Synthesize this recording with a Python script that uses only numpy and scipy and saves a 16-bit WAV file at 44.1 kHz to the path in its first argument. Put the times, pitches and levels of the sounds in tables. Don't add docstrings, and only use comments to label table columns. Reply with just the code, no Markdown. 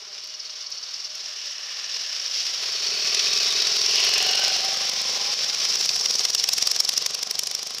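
import sys
import numpy as np
from scipy import signal
from scipy.fft import rfft, irfft, next_fast_len
from scipy.io import wavfile
from scipy.ndimage import uniform_filter1d

SR = 44100
rng = np.random.default_rng(int(sys.argv[2]) if len(sys.argv) > 2 else 0)


def digitize_waveform(pressure):
    field = np.atleast_2d(pressure).T
    bounded = np.clip(field, -1, 1)
    quanta = np.round(bounded * 32767).astype(np.int16)
    wavfile.write(sys.argv[1], SR, quanta)


def field_ratio(decibels):
    return 10 ** (np.asarray(decibels, dtype=float) / 20)


N = 343980
T = np.arange(N) / SR

# time in seconds, firings per second.
FIRST_SPEED = [(0, 18.89), (.5, 19.17), (.85, 17.87), (1.15, 19.34), (1.5, 18.3), (2.0, 20.21),
               (2.55, 14.88), (3.2, 21.26), (3.8, 20.69), (4.2, 23.04), (5, 24.9), (6.1, 27.47)]
# time in seconds, firings per second.
SECOND_SPEED = [
    (4.9, 15.5),
    (5.5, 19.42),
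    (5.75, 19.04),
    (6.0, 20.47),
    (6.3, 20.66),
    (6.6, 22.06),
    (7, 23.36),
    (7.4, 24.99),
    (7.79, 26.06),
]
# time in seconds, sizzle in dB, body in dB, odd cylinder over the mean in dB.
SECOND_CRACK = [
    (5.2, -50, -33, 3),
    (5.4, -44, -17, 1.5),
    (5.7, -24, -16, 2),
    (6.1, -23, -12.5, 1.5),
    (6.35, -22, -14, 9.5),
    (6.55, -12.5, -8.5, 1.5),
    (6.95, -17, -12.5, 4),
    (7.2, -23.5, -17.5, 11),
    (7.45, -16, -15, 4),
    (7.8, -25, -21, 2.5),
]
FIRST_START, SECOND_START = .891, 1.61


def level(x, db):
    return x * field_ratio(db) / np.sqrt(np.mean(x ** 2))


def columns(table):
    s, *cols = np.transpose(table)
    return [np.interp(T, s, c) for c in cols]


def ring(x, modes):
    total = 0
    for k, (hz, width_hz, db) in enumerate(modes):
        b, a = signal.iirpeak(hz, hz / width_hz, SR)
        total = total + (-1) ** k * field_ratio(db) * signal.lfilter(b, a, x)
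    return total


def band(x, lo_hz, hi_hz):
    sos = signal.butter(2, [lo_hz, min(hi_hz, .45 * SR)], "band", fs=SR, output="sos")
    return signal.sosfilt(sos, x)


def walk(rate_hz):
    hold = int(SR / rate_hz)
    steps = np.repeat(rng.standard_normal(N // hold + 1), hold)
    return 1.22 * uniform_filter1d(uniform_filter1d(steps, hold), hold)[:N]


def noise():
    return rng.standard_normal(N)


def fade(start_s, end_s):
    return np.clip((T - start_s) / (end_s - start_s), 0, 1)


def crank(table, start):
    turns = np.cumsum(columns(table)[0]) / SR
    return start + turns - turns[int(table[0][0] * SR)]


def beats(turns, scatter_db):
    cycle = np.floor(turns).astype(int) + 2
    size = field_ratio(scatter_db * rng.standard_normal(256))[cycle]
    pulse = size * (np.diff(cycle, prepend=cycle[0]) > 0)
    return pulse, turns % 1, size


def puff(phase, size, width):
    return size * phase / width * np.exp(1 - phase / width)


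def first_bike():
    # time in seconds, exhaust in dB, valve rattle in dB.
    loudness = [(0, -70, -41.5), (.25, -79, -36.5), (1.0, -80, -32), (1.3, -80, -38.5), (1.9, -84, -34),
                (2.4, -89, -32), (2.65, -65, -61), (3.0, -57.5, -31), (3.2, -56.5, -32.5),
                (3.9, -55, -29.5), (4.5, -55.5, -49), (5.0, -53.5, -41), (5.4, -60, -33), (5.8, -56, -27),
                (6.2, -58, -24.5)]
    # time in seconds, share of a cycle after the firing.
    valve_lag = [
        (0, 0.33),
        (.35, 0.43),
        (.6, 0.54),
        (1.2, 0.55),
        (2.6, 0.55),
        (6.2, 0.494),
    ]
    # frequency in Hz, width in Hz, level in dB.
    pipe_modes = [(144, 26, 5), (228.7, 20, 0), (90, 40, -15), (252.7, 24, 0)]
    # frequency in Hz, width in Hz, level in dB.
    tail_modes = [(518, 110, 3), (630, 76, 0)]
    # start in seconds, end in seconds, frequency in Hz, width in Hz, level in dB.
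    casing = [(.2, 1.3, 4420, 70, -48), (-.3, 1.3, 2880, 60, -55), (-.3, 1.1, 2250, 50, -60),
              (1.2, 2.6, 2880, 140, -45), (1.35, 2.5, 2610, 60, -51), (1.2, 2.45, 1764, 130, -48),
              (2.55, 4.3, 4420, 110, -35), (2.85, 3.7, 2555, 120, -36), (3.0, 3.65, 1150, 28, -44),
              (3.15, 3.85, 3830, 100, -35), (3.85, 4.3, 2620, 80, -35), (3.8, 4.65, 2880, 170, -30),
              (3.9, 4.2, 2270, 66, -44), (4.0, 4.39, 1750, 75.6, -43.5), (4.2, 4.55, 1516, 69, -40),
              (3.76, 4.34, 1020, 86, -41), (4.85, 5.36, 1010, 60, -42), (4.0, 4.7, 4280, 200, -34)]

    turns = crank(FIRST_SPEED, FIRST_START)
    lag, = columns(valve_lag)
    thump_db, rattle_db = columns(loudness)
    pipe_db = thump_db + 16 - 14 * fade(4.23, 4.9)
    off_s = T - 4.4
    off_db = np.where(off_s < 0, 20, -16) * off_s
    silencer_db = np.maximum(-34 + off_db, -85)

    fire, phase, size = beats(turns + .14, scatter_db=.8)
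    valve, valve_phase, valve_size = beats(turns + .1 - lag, scatter_db=1.2)
    gate = 0.6 * puff(phase, size, 0.095) + puff(valve_phase, valve_size, 0.094) + 0.49

    thump = level(ring(fire + .2 * valve, pipe_modes), 6)
    pipe = level(ring(valve + 0.46 * fire, [(400, 55, -2.5), (450, 26, -3.5), (554, 140, -21)]), 0)
    gas = level(band(gate * noise(), 340, 600), -12)
    blow = level(fire + 0.31 * valve, 0) + .5 * gate * noise()
    silencer = level(ring(blow, [(789, 123, 1.7), (561, 80, 0.64)]), 1)

    gear = field_ratio(4.7 * walk(25.01)) * np.sin(2 * np.pi * 32 * turns + .6 * walk(60))
    box_gain = 0.22 + np.sin(np.pi * fade(4.06, 4.86))
    silencer = silencer + box_gain * ring(gear, [(788, 76, 1.1)])

    ticks = fade(0.38, 3.3) * puff(phase, size, 0.19) + puff(valve_phase, valve_size, 0.13)
    rattle = band(ticks * field_ratio(2.9 * walk(400)) * noise(), 4330, 6400)
    rattle = level(band(rattle, 3800, 6400), -9)

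    bike = field_ratio(thump_db) * thump + field_ratio(pipe_db) * (pipe + gas)
    bike = bike + field_ratio(silencer_db) * silencer + field_ratio(rattle_db) * rattle
    bike = bike + field_ratio(-57 + 0.35 * (thump_db + 73)) * gear
    bike = bike + np.sin(np.pi * fade(4.3, 5.73)) * level(ring(fire + 0.23 * valve, tail_modes), -42)
    for start_s, end_s, hz, width_hz, db in casing:
        facing = np.abs(np.sin(np.pi * fade(start_s, end_s))) ** .5 * (T < end_s)
        bike = bike + facing * level(ring(gate * noise(), [(hz, width_hz, 0)]), db)
    return bike * (1 - fade(5.86, 6.57))


def second_bike():
    # time in seconds, exhaust in dB.
    loudness = [
        (5.1, -57.5),
        (5.32, -60.5),
        (5.77, -57.5),
        (6.1, -54),
        (6.67, -53),
        (7.35, -52),
        (7.8, -55.5),
    ]
    # frequency in Hz, width in Hz, level in dB.
    thump_modes = [(145, 140, 1), (259, 67, 1), (65, 50, -2)]
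    # frequency in Hz, width in Hz, level in dB.
    pipe_modes = [(444, 177, -4), (767, 105, -2.5), (1050, 174, -7)]

    turns = crank(SECOND_SPEED, SECOND_START)
    thump_db, = columns(loudness)
    pipe_db = thump_db + 14 - 3 * (T - loudness[0][0])
    rattle_db = -25 + 0.88 * (thump_db - thump_db.max())
    fire, phase, size = beats(turns + .1, scatter_db=1.0)
    _, valve_phase, valve_size = beats(turns + .43, scatter_db=1.5)
    gas = puff(phase, size, 0.062) + 0.63

    spit = level(band(gas * noise(), 40, 190), -7)
    thump = level(ring(fire, thump_modes), 0) + spit
    pipe = level(ring(0.45 * level(fire, 0) + gas * noise(), pipe_modes), 2.75)
    ticks = puff(valve_phase, valve_size, .21) * field_ratio(1.3 * walk(300))
    rattle = level(band(ticks * noise(), 3500, 9400), -5) * field_ratio(-8 * fade(6.8, 7.2))
    bike = field_ratio(thump_db) * thump + field_ratio(pipe_db) * pipe + field_ratio(rattle_db) * rattle
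    return bike * fade(4.98, 5.15)


def firings(turns, table):
    # time in seconds, level over the usual in dB.
    odd_firings = [(3.239, -4), (3.286, -10), (3.571, -25), (3.715, -7), (3.906, -4), (4.002, -2),
                   (4.223, 0.5), (4.308, 0), (4.688, -15), (4.732, -4), (4.891, 10), (4.972, -3),
                   (5.095, -7), (5.336, 6), (5.698, -10), (5.756, 1), (5.859, 3.5), (6.247, -1),
                   (6.302, 13.5), (6.398, 4), (6.49, 9), (6.67, 2.5), (6.804, 4), (7.021, 2.5), (7.145, -4),
                   (7.228, -1), (7.39, 1.5), (7.51, 3.5), (7.705, -7), (7.782, 3)]
    lag_ms, even_late_ms, crack_ms, scatter_db = 1.5, 2.2, 6.68, 1

    cycle = np.floor(turns + .1)
    fires = np.diff(cycle, prepend=cycle[0]) > 0
    at = np.flatnonzero(fires & (T > table[0][0]) & (T < table[-1][0]))
    sizzle_db, body_db, odd_db = (c[at] for c in columns(table))
    even = 1 - cycle[at] % 2
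    chance = rng.standard_normal((len(at), 4)).T
    pop_s, pop_db = np.transpose(odd_firings)
    popping = np.abs(T[at, None] - pop_s) < .012
    extra_db = (1 - 2 * even) * odd_db + popping @ pop_db

    s = T[at] + (lag_ms + even_late_ms * even * (odd_db > 0) + .5 * chance[0]) / 1000
    s = s + 2.5 / 1000 * (s > SECOND_CRACK[0][0]) * np.interp(s, (6.35, 6.45), (1, 0))
    return np.array([s,
                     sizzle_db + extra_db + scatter_db * chance[1],
                     body_db + 0.42 * extra_db + scatter_db * chance[2],
                     crack_ms * field_ratio(chance[3]),
                     np.clip(0.5 + 0.57 * extra_db, 0, 8)])


def blasts():
    # time in seconds, sizzle in dB, body in dB, odd cylinder over the mean in dB.
    first_crack = [
        (3.1, -45, -8, -1),
        (3.3, -29, -21, 0.5),
        (3.8, -25, -16, -0.5),
        (4.13, -19.5, -14, 0),
        (4.35, -20, -22, 1),
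        (4.5, -25, -19.5, -2),
        (5.05, -29, -25, 5),
        (5.2, -43, -35, 2),
    ]
    # time in seconds, sizzle in dB, body in dB.
    late_burns = [
        (3.3734, -25, -14.5),
        (3.506, -24, -32),
        (5.8905, -24.5, -9.5),
        (6.191, -33, -12),
    ]
    strays = np.transpose([(*row, 6.68, 0.5) for row in late_burns])
    return np.hstack([firings(crank(FIRST_SPEED, FIRST_START), first_crack),
                      firings(crank(SECOND_SPEED, SECOND_START), SECOND_CRACK), strays])


def bursts(times_s, gains, lengths_ms, sag):
    gate = np.zeros(N + SR)
    for s, gain, ms in zip(times_s, gains, lengths_ms):
        share = np.linspace(0, 1, max(int(ms * SR / 1000), 20))
        shape = np.sin(np.pi * share) ** 0.5 * np.exp(-sag * share)
        gate[int(s * SR):][:len(share)] += gain * shape
    return gate[:N] * field_ratio(3 * np.tanh(walk(700)))


def cracks(pops):
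    # low edge in Hz, high edge in Hz, level in dB.
    body_bands = [(540, 1840, -23), (2040, 4760, -14.5), (4080, 6700, -11.5), (6570, 11100, -14.5)]
    s, peak_db, body_db, ms, _ = pops
    ms = ms - 2.5 * np.maximum(s - 7, 0)

    sizzle = level(band(noise(), 7340, 10400), 4.54) + level(band(noise(), 11500, 25500), 2.1)
    sharp = bursts(s, field_ratio(peak_db), ms, sag=2.62)
    echo = np.sqrt(signal.lfilter([.002], [1, -.9985], sharp ** 2))
    crack = sharp * sizzle
    tilt_db = 3.5 * rng.standard_normal((len(s), 4)).T
    tilt_db[2] = 0
    for tilt, (lo_hz, hi_hz, db) in zip(tilt_db, body_bands):
        gate = bursts(s, field_ratio(body_db + tilt), ms, sag=0.49)
        crack = crack + gate * level(band(noise(), lo_hz, hi_hz), db)
    return crack + echo * level(band(noise(), 6300, 9800), -7.5)


def water():
    # time in seconds, spray in dB.
    wheels = [(0, -40.5), (.7, -38.5), (1.0, -36.5), (1.5, -35), (2.0, -32.5), (2.3, -29), (2.8, -26.5),
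              (3.3, -23), (3.7, -22.5), (4.4, -23), (4.6, -23.5), (5.0, -25), (5.8, -26), (6.0, -30.5),
              (6.8, -32), (7.55, -36), (7.8, -36.5)]
    # time in seconds, peak in dB.
    falling = [
        (0.2414, -36),
        (0.2733, -42),
        (0.7036, -37),
        (1.1528, -36),
        (2.0787, -43),
        (2.4643, -33),
        (2.8504, -46),
    ]
    spray_db, = columns(wheels)
    over_db = spray_db + 30
    wash_db = -18 - 0.041 * over_db
    trail = np.exp(-((T - 6.1) / 0.38) ** 2)
    mist_db = -21.5 + 0.17 * over_db + 10 * trail

    grains = field_ratio(4.0 * np.minimum(rng.exponential(size=N), 5)) * (rng.random(N) < .06) * noise()
    hiss = level(grains, -7.5) + level(noise(), 1.5)
    surge_db = 0.55 * walk(30) + 1.5 * walk(150)
    spray = level(band(hiss, 2360, 6540), -4.5) * field_ratio(surge_db + 0.84 * walk(12))
    wash = level(band(band(hiss, 363, 1790), 357, 2280), 2.86)
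    wash = wash * field_ratio(wash_db + 0.8 * surge_db + walk(12))
    fine = level(band(hiss, 5330, 9460), 6.6)
    fine = fine + level(band(band(noise(), 14000, 16000), 14000, 16000), 3.1)
    mist = fine * field_ratio(mist_db + surge_db)

    s, peak_db = np.transpose(falling)
    drops = bursts(s, field_ratio(peak_db), np.full(len(s), 3.0), sag=1.1)
    drops = drops * level(band(noise(), 4000, 16000), 6.5)
    low_rumble = level(band(noise(), 23, 131), -37) * field_ratio(0.65 * spray_db + 12 * fade(3.9, 8.4))
    stream = level(band(hiss, 750, 1450), -57.5) * field_ratio(walk(7.9))
    return field_ratio(spray_db) * (spray + wash + mist) + drops + low_rumble + stream


def limiter(pops, release_s=.028):
    s, _, _, ms, dip_db = pops
    kicks = np.zeros(N + SR)
    kicks[((s + ms / 1000) * SR).astype(int)] = np.minimum(np.abs(dip_db), 8)
    dip = signal.lfilter([1], [1, -np.exp(-1 / (release_s * SR))], kicks[:N])
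    return field_ratio(-uniform_filter1d(dip, size=40))


def scene():
    pops = blasts()
    mix = first_bike() + second_bike() + cracks(pops) + water()
    return (mix * limiter(pops))[None]


def band_limit(x):
    return signal.sosfilt(signal.butter(12, 16650, fs=SR, output="sos"), x)


def record(dry):
    # frequency in Hz, gain in dB.
    mic = [(30, -36), (60, -34), (120, -11.5), (250, -2), (600, -4), (1400, -1), (2600, 0), (4300, 3.5),
           (5500, 12.5), (6300, 1.5), (7500, -8.5), (9000, -15), (12600, -9), (14800, -14)]
    # frequency in Hz, width in Hz.
    notches = [
        (299, 115),
        (900, 118),
    ]
    clip = .8
    size = next_fast_len(N)
    hz, db = np.transpose(mic)
    bin_hz = np.arange(size // 2 + 1) * SR / size
    colour = field_ratio(np.interp(np.log(bin_hz + 1), np.log(hz), db))
    x = irfft(rfft(dry, size) * colour, size)[:, :N]
    for notch_hz, width_hz in notches:
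        b, a = signal.iirnotch(notch_hz, notch_hz / width_hz, SR)
        x = signal.lfilter(b, a, x)
    x = x / (1 + (x / clip) ** 4) ** .25
    x = signal.sosfilt(signal.ellip(8, .2, 30, 15450, fs=SR, output="sos"), x)
    return band_limit(x)


dry = scene()
out = record(dry)
digitize_waveform(out)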